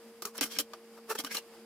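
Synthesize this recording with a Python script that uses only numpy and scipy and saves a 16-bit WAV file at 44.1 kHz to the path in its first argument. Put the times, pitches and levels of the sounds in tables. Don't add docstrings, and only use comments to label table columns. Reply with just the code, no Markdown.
import sys
import numpy as np
from scipy import signal
from scipy.fft import rfft, irfft
from scipy.io import wavfile

SR = 44100
rng = np.random.default_rng(int(sys.argv[2]) if len(sys.argv) > 2 else 0)


def put_to_file(sound):
    columns = np.atleast_2d(sound).T
    safe = np.clip(columns, -1, 1)
    whole_steps = np.round(safe * 32767)
    wavfile.write(sys.argv[1], SR, whole_steps.astype(np.int16))


N = 72765
T = np.arange(N) / SR
HZ = np.fft.rfftfreq(N, 1 / SR)
WAVER_HZ = 11.3


def amp(db):
    return 10 ** (np.asarray(db) / 20)


def unit(x):
    return x / np.sqrt(np.mean(x ** 2) + 1e-20)


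def curve(points):
    freq_hz, value = np.transpose(points)
    return np.interp(np.log(HZ + 1), np.log(freq_hz), value)


def drift(rate_hz):
    return unit(irfft(rfft(rng.standard_normal(N)) / (1 + (HZ / rate_hz) ** 4), N))


def resonate(x, freq_hz, width_hz):
    return signal.lfilter(*signal.iirpeak(freq_hz, freq_hz / width_hz, SR), x)


def low_cut(x, edge_hz):
    return signal.sosfilt(signal.butter(4, edge_hz, "high", fs=SR, output="sos"), x)


def stereo_noise(gain):
    # freq_hz, coherence
    likeness = [(30, 1), (100, 0.5), (200, 0.87), (600, 0.93), (1300, 1), (3000, 0.31), (6000, 0),
                (12000, 0.16)]
    # freq_hz, phase_rad
    lead = [(300, 0), (1300, 0.25), (3000, 0.0027), (6000, 1.09), (12000, 1.8)]
    # freq_hz, level_db
    balance = [(100, 0.5), (300, 0.8), (1200, 0.6), (3000, 0), (6000, 0), (10000, -1.1)]
    common, separate = rfft(rng.standard_normal((2, N)))
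    coherence, lean = np.clip(curve(likeness), 0, 1), amp(curve(balance) / 2)
    left = common * np.exp(1j * curve(lead)) * lean
    right = (coherence * common + np.sqrt(1 - coherence ** 2) * separate) / lean
    return irfft(np.array([left, right]) * gain, N)


def hum_line(pitch_hz, waver):
    strength = 1 + waver * drift(WAVER_HZ)
    return unit(strength * np.sin(2 * np.pi * pitch_hz * T + waver * drift(WAVER_HZ)))


def machine_hum():
    # pitch_hz, level_db, waver_depth
    lines = [(462.9, -56, 0.054), (355, -70, 1), (586, -78.5, 1)]
    # time_s, level_db
    swell = [(0, -66.5), (.07, -53.5), (.14, -65), (.2, -60.5), (.3, -61), (.5, -55.5), (.7, -62.5),
             (.79, -66.5), (.88, -61.5), (1.0, -58), (1.15, -65.5), (1.3, -59.5), (1.46, -68), (1.65, -54)]
    hum = sum(amp(level_db) * hum_line(pitch_hz, waver) for pitch_hz, level_db, waver in lines)
    drone = amp(np.interp(T, *np.transpose(swell))) * hum_line(pitch_hz=225.1, waver=0.25)
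    return hum + drone


def room_noise(level_db=-59, flicker_db=1.5):
    # freq_hz, density_db
    spectrum = [(25, -32), (60, -14.5), (130, -16), (200, 0), (300, -1), (550, 1), (900, -2), (1500, -6),
                (2500, -7.5), (4200, -12.5), (4900, -5.5), (5700, -14), (9000, -13), (14500, -16),
                (16000, -28)]
    return amp(level_db - flicker_db * drift(WAVER_HZ)) * unit(stereo_noise(amp(curve(spectrum))))


def knock(start_s, level_db, pitch_hz):
    # pitch_ratio, level_db, t60_s
    modes = [(1.001, 2.5, 0.079), (1.15, -14, 0.02), (1.88, -15.5, 0.1)]
    rise_s, push_db, push_t60_s, push_edge_hz = 0.0056, -33, 0.23, 160
    t = np.maximum(T - start_s, 0)
    ring = sum(amp(mode_db - 60 * t / t60_s) * np.sin(2 * np.pi * pitch_hz * ratio * t)
               for ratio, mode_db, t60_s in modes)
    rumble = unit(stereo_noise(1 / (1 + (HZ / push_edge_hz) ** 4)))
    push = amp(push_db - 60 * t / push_t60_s) * rumble
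    attack = np.sin(np.pi / 2 * np.minimum(t / rise_s, 1)) ** 2
    return amp(level_db) * attack * (ring + push)


def friction_noise(mid_db, top_db):
    # freq_hz, density_db
    spectrum = [(30, -25), (110, -37), (200, 5), (300, -7), (520, 1.5), (720, 0), (1200, 0), (2000, -3),
                (3200, -2.5), (4500, -0.5), (6000, -1), (8000, -3.5), (12000, -3.5), (15000, -5.5),
                (16300, -24)]
    mid_hz, mid_octaves, top_hz = 926, 0.74, 6000
    ripple_db, ripple_step_hz = 2, 109.4
    mid = np.exp(-0.5 * (np.log2((HZ + 1) / mid_hz) / mid_octaves) ** 2)
    top = 1 / (1 + (top_hz / (HZ + 1)) ** 4)
    ripple = unit(np.interp(HZ / ripple_step_hz, np.arange(len(HZ)), rng.standard_normal(len(HZ))))
    colour = unit(amp(curve(spectrum) + ripple_db * ripple * (1 - top)))
    return stereo_noise(colour * amp(mid_db * mid + top_db * top))


def spot_ring(x, ring_hz, ring_db):
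    return x + amp(ring_db) * resonate(x, ring_hz, width_hz=126)


def snap(start_s, level_db, mid_db, top_db, ring_hz, ring_db, scatter_db):
    rise_s, crack_s, scatter_t60_s = 0.0006, 0.0023, 0.09
    t = np.maximum(T - start_s, 0)
    crack = np.exp(-t / crack_s)
    scatter = amp(scatter_db - 60 * t / scatter_t60_s)
    envelope = amp(level_db) * np.minimum(t / rise_s, 1) * (crack + scatter)
    return spot_ring(envelope * friction_noise(mid_db, top_db), ring_hz, ring_db)


def object_body(contacts):
    # freq_hz, width_hz, gain_db
    rings = [(1191, 75, 0), (1550, 210, -2.5), (2140, 44, 1), (2450, 76, -1), (3040, 240, -5),
             (4090, 80, -4.5), (4680, 180, -5.5), (5440, 150, 0), (5600, 81, 1.5)]
    thin = low_cut(contacts, edge_hz=197)
    return thin + sum(amp(gain_db) * resonate(thin, hz, width_hz) for hz, width_hz, gain_db in rings)


def grip(peak_s, rise_s, hold_s, release_s):
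    ramp_db, sag_db_per_s = 25, 105
    t = T - peak_s
    ramps = np.maximum(-t / rise_s, 0) + np.maximum((t - hold_s) / release_s, 0)
    return amp(-ramp_db * ramps - sag_db_per_s * np.clip(t, 0, hold_s))


def scrape(peak_s, rise_s, hold_s, release_s, level_db, mid_db, top_db, ring_hz, ring_db):
    grains_per_s, spread_db, grain_s, smooth_share = 640, 4.5, 0.0018, 0.76
    sizes = amp(spread_db * np.minimum(rng.exponential(1, N), 3))
    catches = sizes * (rng.random(N) < grains_per_s / SR)
    power = signal.lfilter([1], [1, -np.exp(-1 / (grain_s * SR))], catches ** 2)
    grain = np.sqrt(smooth_share + (1 - smooth_share) * power / power.mean())
    envelope = amp(level_db) * grip(peak_s, rise_s, hold_s, release_s) * grain
    return spot_ring(envelope * friction_noise(mid_db, top_db), ring_hz, ring_db)


def creak(peak_s, rise_s, hold_s, release_s, level_db, slip_hz):
    # freq_hz, nominal_width_hz, gain_db
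    resonances = [(476, 170, 0), (870, 200, -2), (1442, 106, 5.5), (1720, 53, 0), (2710, 180, -3)]
    jitter, slip_decay_cycles = 0.07, 0.087
    scatter_db, scatter_t60_s = -5, 0.044
    cycles = np.cumsum(slip_hz * (1 + jitter * drift(slip_hz))) / SR
    slips = np.exp(-(cycles % 1) / slip_decay_cycles)
    body = sum(amp(gain_db) * resonate(resonate(slips, hz, 2 * width_hz), hz, 2 * width_hz)
               for hz, width_hz, gain_db in resonances)
    direct = amp(level_db) * grip(peak_s, rise_s, hold_s, release_s) * unit(body)
    walls = rng.standard_normal(N) * amp(-60 * T / scatter_t60_s)
    scatter = signal.fftconvolve(direct, walls / np.linalg.norm(walls))[:N]
    side = amp(scatter_db) * low_cut(scatter, edge_hz=1210)
    return np.array([direct + side, direct - side])


def scene():
    # start_s, level_db, pitch_hz
    knocks = [(0.2199, -45, 367), (0.2516, -38.5, 419), (0.271, -50, 410), (0.385, -47, 292),
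              (0.412, -28.5, 277), (.441, -42, 298), (0.568, -43, 280), (.589, -43, 289), (.591, -39, 564),
              (0.5991, -39.5, 294), (.7355, -50, 620), (1.189, -38, 305), (1.239, -36.5, 273),
              (1.348, -48.5, 303)]
    # start_s, level_db, mid_db, top_db, ring_hz, ring_db, scatter_db
    snaps = [(0.2209, -38.5, -2, 3, 1270, 5.5, -2), (0.2512, -34, 2, -14, 1300, 7.5, -10),
             (0.2533, -33.5, -9, 6.5, 6740, 9, -9), (.271, -52.5, 1, 8, 1210, 3, -5),
             (0.3794, -36.5, -6.5, 12.5, 1180, 9, -33), (0.4099, -25, 1, 3, 1080, 2.5, -7),
             (0.4285, -33, 6, 1, 3100, 14.5, -6.5), (0.4376, -39.5, -2, 11, 4470, 4, -1.5),
             (0.5864, -26, -9, 1, 3140, 3, -2), (.601, -32, -37, 2, 3220, 16, -10),
             (0.7343, -39, 9, -7, 1220, -4, -8.5), (1.188, -38.5, -0.5, 10, 3250, -1, -3),
             (1.247, -33.5, 1.5, 0.5, 2920, 4.5, -8), (1.3689, -36, -11, 7, 4130, 18, -12)]
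    # peak_s, rise_s, hold_s, release_s, level_db, mid_db, top_db, ring_hz, ring_db
    scrapes = [(0.272, 0.06, 0.0069, 0.061, -54.5, 2.5, 7.5, 1090, 11.5),
               (0.356, 0.023, 0.0036, 0.026, -51, 7.5, 3.5, 1490, 9),
               (0.372, 0.014, .003, 0.02, -49.5, -1, 7, 1670, 6),
               (0.385, .01, .002, 0.029, -33.5, -12, -29, 5500, 12),
               (0.416, 0.01, 0.019, 0.036, -32.5, -10, 1, 3000, 7),
               (0.457, 0.018, 0.0034, 0.049, -45, 1, 6, 1310, -3),
               (0.518, 0.042, 0.04, 0.02, -43, -6.5, -1.5, 3210, 4.5),
               (0.565, 0.025, 0.0049, 0.053, -37.5, -10.5, -12, 2290, 6),
               (0.595, 0.0057, 0.013, 0.016, -38.5, 0.5, 10.5, 7260, 0),
               (0.978, 0.025, .004, 0.035, -61.5, 15.5, 2, 1190, -3.5),
               (1.099, 0.018, 0.0067, .012, -49, 5, 0, 1270, 0),
               (1.101, 0.016, 0.024, 0.024, -41, 8.5, 8, 1280, 3),
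               (1.154, 0.0083, 0.0018, 0.025, -44, 1.5, 8.5, 1540, 12),
               (1.188, 0.018, 0.0018, 0.01, -35, -11, -8, 3240, 13),
               (1.202, 0.013, 0.0029, 0.02, -34.5, 0.5, -1, 3230, 11),
               (1.238, 0.0029, .002, 0.025, -50.5, 5, 6, 1200, 0),
               (1.264, 0.0063, 0.01, 0.022, -48.5, -3.5, 4, 1500, 18.5),
               (1.2676, .012, .002, 0.037, -42, -5, -14, 3010, 9),
               (1.313, .03, 0.006, 0.017, -44.5, -8, -5, 1630, 19.5),
               (1.316, 0.02, .001, 0.029, -38.5, -6, -4, 2100, 17),
               (1.325, 0.014, 0.015, 0.018, -43, -9, 2.5, 2430, 7),
               (1.348, 0.013, 0.0085, 0.027, -35.5, -3.5, 1.5, 1270, -4),
               (1.371, 0.041, 0.017, 0.024, -39, 0, -0.5, 2780, 11.5)]
    # peak_s, rise_s, hold_s, release_s, level_db, slip_hz
    creaks = [(1.107, 0.02, 0.012, 0.021, -31.5, 441), (1.1553, 0.0075, 0.0031, 0.0091, -34, 455)]
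    contacts = sum(snap(*row) for row in snaps) + sum(scrape(*row) for row in scrapes)
    knocking = sum(knock(*row) for row in knocks)
    creaking = sum(creak(*row) for row in creaks)
    return object_body(contacts) + knocking + creaking + machine_hum() + room_noise()


def record(dry):
    taps = signal.firwin(401, 16000, window=("kaiser", 9), fs=SR)
    return signal.oaconvolve(dry, taps[None], "same")


dry = scene()
out = record(dry)
put_to_file(out)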